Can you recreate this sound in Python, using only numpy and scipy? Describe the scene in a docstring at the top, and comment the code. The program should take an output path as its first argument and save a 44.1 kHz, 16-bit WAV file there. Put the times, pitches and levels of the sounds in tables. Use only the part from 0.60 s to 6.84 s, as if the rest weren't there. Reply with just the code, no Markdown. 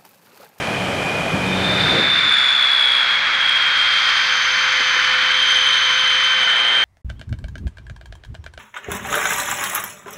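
"""Exhaust roar and propeller drone, heard from behind a four-engined turboprop airliner taxiing away over a
grass airfield. The sound then cross-fades to a second one that comes nose first toward the microphone and
throttles back: its intakes rush, and its compressor whines sink in pitch and beat against each other, chopped
by the propeller blades. The loud whine slightly overloads the microphone's amplifier."""
import sys
import numpy as np
from scipy import signal
from scipy.fft import rfft, irfft, next_fast_len
from scipy.io import wavfile
from scipy.ndimage import map_coordinates

SR = 44100
rng = np.random.default_rng(int(sys.argv[2]) if len(sys.argv) > 2 else 0)


def generate_wav(sig):
    """Save sig (samples, or channels by samples) to the path in sys.argv[1] as 16-bit PCM at SR."""
    pcm = np.round(np.clip(np.atleast_2d(sig).T, -1, 1) * 32767).astype(np.int16)
    wavfile.write(sys.argv[1], SR, pcm)


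N = 275184
SECONDS = np.arange(N) / SR
WHINE_PER_BLADE, WHINE_PER_GEAR = 53, 12.23   # whine cycles per propeller blade pass, per shaft turn


def from_db(db):
    """Decibels to gain."""
    return 10 ** (np.asarray(db) / 20)


def rms_one(x):
    """Scale to rms 1."""
    return x / np.sqrt(np.mean(x ** 2) + 1e-20)


def in_time(rows):
    """Each column of a curve table at every sample."""
    times, *columns = np.transpose(rows)
    return [np.interp(SECONDS, times, column) for column in columns]


def drift(rate):
    """Slow random wandering with spread 1, mostly below `rate` Hz."""
    pole = np.exp(-80 * np.pi * rate / SR)
    noise = rng.standard_normal(N // 40 + 2002)
    slow = signal.lfilter([1], [1, -2 * pole, pole * pole], noise)[2000:]
    return np.interp(np.arange(N) / 40, np.arange(len(slow)), rms_one(slow))


def turbulence(spectrum, low_hz, high_hz):
    """The part of a noise spectrum between two soft edges; rms 1."""
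    size = next_fast_len(N)
    hz = np.maximum(np.arange(size // 2 + 1) * SR / size, 1)
    points_hz, points_db = np.transpose(spectrum)
    gain = from_db(np.interp(np.log(hz), np.log(points_hz), points_db))
    gain /= np.sqrt((1 + (low_hz / hz) ** 10) * (1 + (hz / high_hz) ** 10))
    return rms_one(irfft(rfft(rng.standard_normal(size)) * gain, size)[:N])


def phase_of(hz):
    """Running phase of a moving frequency."""
    return 2 * np.pi * np.cumsum(hz * np.ones(N)) / SR + rng.uniform(0, 2 * np.pi)


def tone(phase, scatter, rate):
    """A sine of rms about 1; gusty air scatters part of it into a narrow band of noise."""
    wave = (1 + scatter * drift(rate)) * np.sin(phase) + scatter * drift(rate) * np.cos(phase)
    return wave * np.sqrt(2 / (1 + 2 * scatter ** 2))


def harmonic(phase, k, scatter, rate):
    """The k-th multiple of a tone, starting at a random phase."""
    return tone(round(k) * phase + rng.uniform(0, 2 * np.pi), scatter, rate)


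# Each row: peak time in seconds, level in dB, rough pitch in Hz, half-width in seconds.
BUFFETS = [(0.742, -23, 140, 0.012), (1.372, -23, 337, 0.048), (1.683, -38, 200, 0.024),
           (4.21, -30.5, 448, 0.0073), (4.369, -38, 370, 0.006), (4.63, -42, 330, .006)]

def buffets():
    """Soft knocks and buffets of air at the microphone: short swells of low noise."""
    out = np.zeros(N)
    for peak_s, db, hz, width_s in BUFFETS:
        band = signal.butter(2, [hz * 0.7, hz * 1.63], "band", fs=SR, output="sos")
        body = rms_one(signal.sosfilt(band, rng.standard_normal(N)))
        swell = np.exp(-.5 * ((SECONDS - peak_s) / width_s) ** 2)
        out += from_db(db) * swell * body
    return out


# Each row: frequency in Hz, relative noise density in dB.
EXHAUST_SPECTRUM = [(25, -28), (60, -12), (130, -2), (350, -8), (650, -1.5), (1050, -9), (1600, -9),
                    (2150, -11), (2420, -6.5), (2750, -16.5), (3080, -8), (3600, -19.5), (7000, -28),
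                    (14000, -37.5)]

def exhaust(turn_s, rise_db_per_s=4):
    """Exhaust roar from behind; the rumble grows as the exhausts turn toward the microphone."""
    rumble_db = -30.5 + rise_db_per_s * np.minimum(SECONDS, turn_s)
    rumble = from_db(rumble_db) * turbulence(EXHAUST_SPECTRUM, 15, 385)
    roar = from_db(-23.2) * turbulence(EXHAUST_SPECTRUM, 350, 16000)
    return rumble + roar


# Each row: time in seconds, relative levels of the drone and of the whines in dB.
DEPARTING_LEVELS = [(0, -33, -34.5), (.25, -28, -44), (.5, -43, -34), (.75, -36, -39), (.92, -24, -36),
                    (1.2, -26, -39.5), (1.45, -32, -46)]
# Each row: multiple of the blade rate, relative level in dB.
DRONE_HARMONICS = [(1, -17), (2, -2), (3, -11), (4, -16.5), (6, -26)]
# Each row: one engine's whine in Hz, relative level in dB.
IDLE_WHINES = [(2344, 2), (2388, -8), (2437, 5), (2479, 3)]

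def departing(blade_hz=93.9, fade_start_s=1.314, fade_db_per_s=44.5):
    """Tail to the microphone: exhaust, propeller drone and four weak whines die away together."""
    roar = exhaust(turn_s=fade_start_s)
    drone_db, whine_db = in_time(DEPARTING_LEVELS)
    blade = phase_of(blade_hz + .3 * drift(3))
    drone = sum(from_db(db) * harmonic(blade, k, scatter=0.21, rate=11) for k, db in DRONE_HARMONICS)
    whines = sum(from_db(db) * tone(phase_of(hz + 3 * drift(3)), scatter=0.63, rate=16)
                 for hz, db in IDLE_WHINES)
    fade = from_db(-fade_db_per_s * np.maximum(SECONDS - fade_start_s, 0))
    return fade * (roar + from_db(drone_db) * drone + from_db(whine_db) * whines)


# Each row: time in seconds, relative level in dB.
GEAR_LEVEL = [(1.8, -63), (2.4, -43), (3.3, -43), (4.4, -36), (6.24, -37)]
# Each row: multiple of the shaft rate, relative level in dB.
GEAR_HARMONICS = [(1, -22), (2, -5.5), (4, -1.5), (6, 4), (7, 5.5), (8, 3.5)]

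def gearbox(whine_hz):
    """Harmonics of a gear shaft that slows with the oncoming engine."""
    shaft = phase_of(whine_hz / WHINE_PER_GEAR)
    level_db, = in_time(GEAR_LEVEL)
    tones = sum(from_db(db) * harmonic(shaft, k, scatter=0.093 * k, rate=9.7)
                for k, db in GEAR_HARMONICS)
    return from_db(level_db) * tones


# Each row: time in seconds, level in dB.
BUZZ_LEVEL = [(1.3, -40), (2.2, -37), (3.2, -44), (5.5, -75), (5.8, -37.5), (6.24, -33.5)]
# Each row: multiple of the blade rate, relative level in dB.
BUZZ_SPECTRUM = [(2, -25), (3, -11.5), (5, -12), (7, -5), (8, -5), (11, -1.5), (13, 1), (16, 1.5)]

def propellers(whine_hz, top_harmonic=16):
    """From in front, blades chop the air into a ragged buzz, geared to the compressor."""
    blade = phase_of(whine_hz / WHINE_PER_BLADE)
    level_db, = in_time(BUZZ_LEVEL)
    comb = 0
    for k in range(2, top_harmonic + 1):
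        gain = from_db(np.interp(k, *np.transpose(BUZZ_SPECTRUM)))
        comb += gain * harmonic(blade, k, scatter=0.11 * k, rate=22)
    return from_db(level_db) * rms_one(comb)


# Each row: time in seconds, relative level in dB.
RUSH_LEVEL = [(1.15, -23.5), (1.5, -20), (2.26, -21.5), (2.67, -19), (2.88, -19.5), (4.64, -18.5),
              (4.79, -20), (5.27, -19.5), (6.2, -21)]
HISS_LEVEL = [(2.35, -25), (2.8, -30), (3.35, -24), (4.0, -29), (4.5, -25), (5.1, -23.5), (6.24, -28)]
BEAMED_LEVEL = [(2.0, -42), (2.7, -37), (3.05, -33), (3.5, -26.5), (4.2, -28), (4.6, -30.5), (5.85, -33.5),
                (6.1, -49)]
# Each row: frequency in Hz, relative noise density in dB.
RUSH_SPECTRUM = [(30, -25.5), (150, -22), (380, -28), (700, -19.5), (1000, -9), (1200, -3.5), (1500, 2),
                 (1900, -1.5), (2300, 1), (2550, -4), (2900, -10), (3500, -9)]
IDLE_HISS_SPECTRUM = [(2800, -14), (3100, 1), (3350, 3.5), (3700, -1.5), (4200, -6.5), (4800, -18),
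                      (5500, -31.5), (7000, -35)]
BEAMED_SPECTRUM = [(3900, -6.5), (4400, 2.5), (4850, 0), (5400, -12.5), (6000, -12), (6800, -22),
                   (8000, -36), (10500, -39), (14000, -35)]

def intakes(whine_hz, idle_hz=3140):
    """Air rushes into the intakes, the compressors hiss, and a brighter hiss is beamed forward."""
    rush_db, = in_time(RUSH_LEVEL)
    rush = from_db(rush_db + 1.09 + 0.22 * drift(15)) * turbulence(RUSH_SPECTRUM, 15, 3880)
    # the hiss sinks in colour with the compressors' speed
    hiss_db, = in_time(HISS_LEVEL)
    speed = whine_hz / idle_hz
    idle_hiss = turbulence(IDLE_HISS_SPECTRUM, 2600, 8300)
    hiss = map_coordinates(idle_hiss, [np.cumsum(speed)], order=3, mode="wrap")
    hiss *= from_db(hiss_db + 0.6 * drift(9)) / speed ** 3.7
    # the beam is strongest when the intakes point at the microphone
    beamed_db, = in_time(BEAMED_LEVEL)
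    beamed = from_db(beamed_db - 2.1 + 0.69 * drift(13)) * turbulence(BEAMED_SPECTRUM, 4500, 16000)
    return rush + hiss + beamed


def throttle_back(midpoint_s=2.21, ease_s=.59, drop_hz=675, base_hz=3045, creep_hz_per_s=17.3):
    """Pitch of the near compressor in Hz: an S-curve down to idle, on top of a slow creep upward."""
    power = 1 / (1 + np.exp((SECONDS - midpoint_s) / ease_s))
    return base_hz + creep_hz_per_s * SECONDS + drop_hz * power


# Air flowing through the propellers into the compressors.
# Each row: time in seconds, scatter of the whine, lead of the odd sidebands in radians.
INFLOW = [(1.4, 0.56, 0.89), (2.1, 0.15, 0.84), (5, 0.28, 1.1), (5.6, 0.18, 1.5)]
# These sidebands change as the nose swings round.
# Each row: offset from the whine in blade rates, relative starting level in dB, change in dB a second.
OUTER_SIDEBANDS = [(-2, -13.5, -0.4), (-2, -18, 1), (1, -15, 0.2)]
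# Each row: offset from the octave in blade rates (before rounding), relative dB, scatter, flutter in Hz.
OCTAVE_LINES = [(-4.5, -9, .6, 30), (-2.5, -1.5, 0.3, 30), (-1, -5.5, 1, 60)]

def compressor(hz, engine, octave_db, fading_db=3.5):
    """Blade tone of one compressor; the propeller passing its intake chops it into sidebands."""
    level_db, chop_db = in_time(engine)
    inflow_scatter, lead = in_time(INFLOW)
    phase = phase_of(hz + 1.696 * drift(5.1))
    blade = phase / WHINE_PER_BLADE
    centre = 1 / np.sqrt(1 + from_db(chop_db) ** 2)   # shares its power with the line below
    lines = [(0, centre), (-1, centre * from_db(chop_db))]
    lines += [(round(k), from_db(db + db_per_s * SECONDS + fading_db * drift(1.9)))
              for k, db, db_per_s in OUTER_SIDEBANDS]
    # the blades also bend the tone's phase, so odd lines lead the even ones
    whine = sum(gain * tone(phase + k * blade + (k % 2) * lead, inflow_scatter, rate=48)
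                for k, gain in lines)
    # eddies swallowed by the intake give the whine a hissy fringe
    whine *= from_db(level_db) * (1 + 0.18 * drift(510))
    octave = sum(from_db(db) * tone(2 * phase + round(k) * blade, scatter, rate)
                 for k, db, scatter, rate in OCTAVE_LINES)
    return whine + from_db(octave_db) * octave


# Each row: time in seconds, relative whine level in dB, first lower sideband against the centre in dB.
NEAR_WHINE = [(1.0, -24, 3), (1.4, -19.5, -1.5), (1.95, -17.5, -6), (2.35, -17.5, 13), (2.68, -27.5, -13),
              (2.87, -22, -13), (3.2, -21, -14), (3.7, -27.5, -7), (4.1, -26.5, -5), (4.5, -24.5, 13),
              (4.9, -23, -3), (5.45, -19.5, 2), (5.852, -20, 7), (6.24, -17.5, -15)]
FAR_WHINE = [(1.2, -33, -9), (1.6, -27, -3), (1.9, -24, -3), (2.25, -24, 7), (2.6, -33, 14),
             (2.88, -19.5, 7), (3.1, -26, 5), (3.32, -22, -10), (3.9, -28, -4), (4.5, -36, -10),
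             (4.82, -19, -14), (5.1, -19.5, -2), (5.35, -37, -5)]
# The far engine slows a little later. Each row: time in seconds, pitch above the near one in Hz.
FAR_PITCH_OFFSET = [(1.5, 20), (2.2, 63), (2.6, 71), (2.93, 93), (3.9, 21), (4.8, 28), (5.4, 10)]
# The intakes beam the whines' octave forward. Each row: time in seconds, relative level in dB.
OCTAVE_LEVEL = [(1.5, -53), (1.8, -40.5), (2.1, -49), (3, -51), (3.75, -33), (4.35, -31.5), (4.6, -41.5),
                (4.9, -28.5), (5.8, -34.5), (6.1, -41)]

def oncoming(fade_start_s=0.81, fade_s=0.41):
    """Nose to the microphone: a near and a far whine fade in over gears, propellers and intakes."""
    near_hz = throttle_back()
    offset_hz, = in_time(FAR_PITCH_OFFSET)
    octave_db, = in_time(OCTAVE_LEVEL)
    near = from_db(0.5) * compressor(near_hz, NEAR_WHINE, octave_db - 5.5)
    far = from_db(-2.1) * compressor(near_hz + offset_hz, FAR_WHINE, octave_db - 6)
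    fade = np.clip((SECONDS - fade_start_s) / fade_s, 0, 1)
    return fade * (near + far + gearbox(near_hz) + propellers(near_hz) + intakes(near_hz))


def scene():
    """The departing airliner, then the oncoming one, the sound cross-fading from one to the other."""
    return (departing() + oncoming() + buffets())[None]


def record(dry):
    """Overload rounds the peaks, so the treble rasps with each beat of the whine."""
    ceiling, line_scan_hz, cutoff_hz = 0.73, 15625, 15750
    rounded = ceiling * np.tanh(dry / ceiling)
    dulled = signal.sosfilt(signal.butter(4, 11800, fs=SR, output="sos"), rounded)
    # the camera adds its line whistle and a faint hiss
    whistle = from_db(-77) * np.sin(phase_of(line_scan_hz))
    hiss = from_db(-62.5) * rng.standard_normal(N)
    steep_lowpass = signal.ellip(12, .1, 90, cutoff_hz, fs=SR, output="sos")
    return signal.sosfilt(steep_lowpass, dulled + whistle + hiss)


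dry = scene()
out = record(dry)
generate_wav(out)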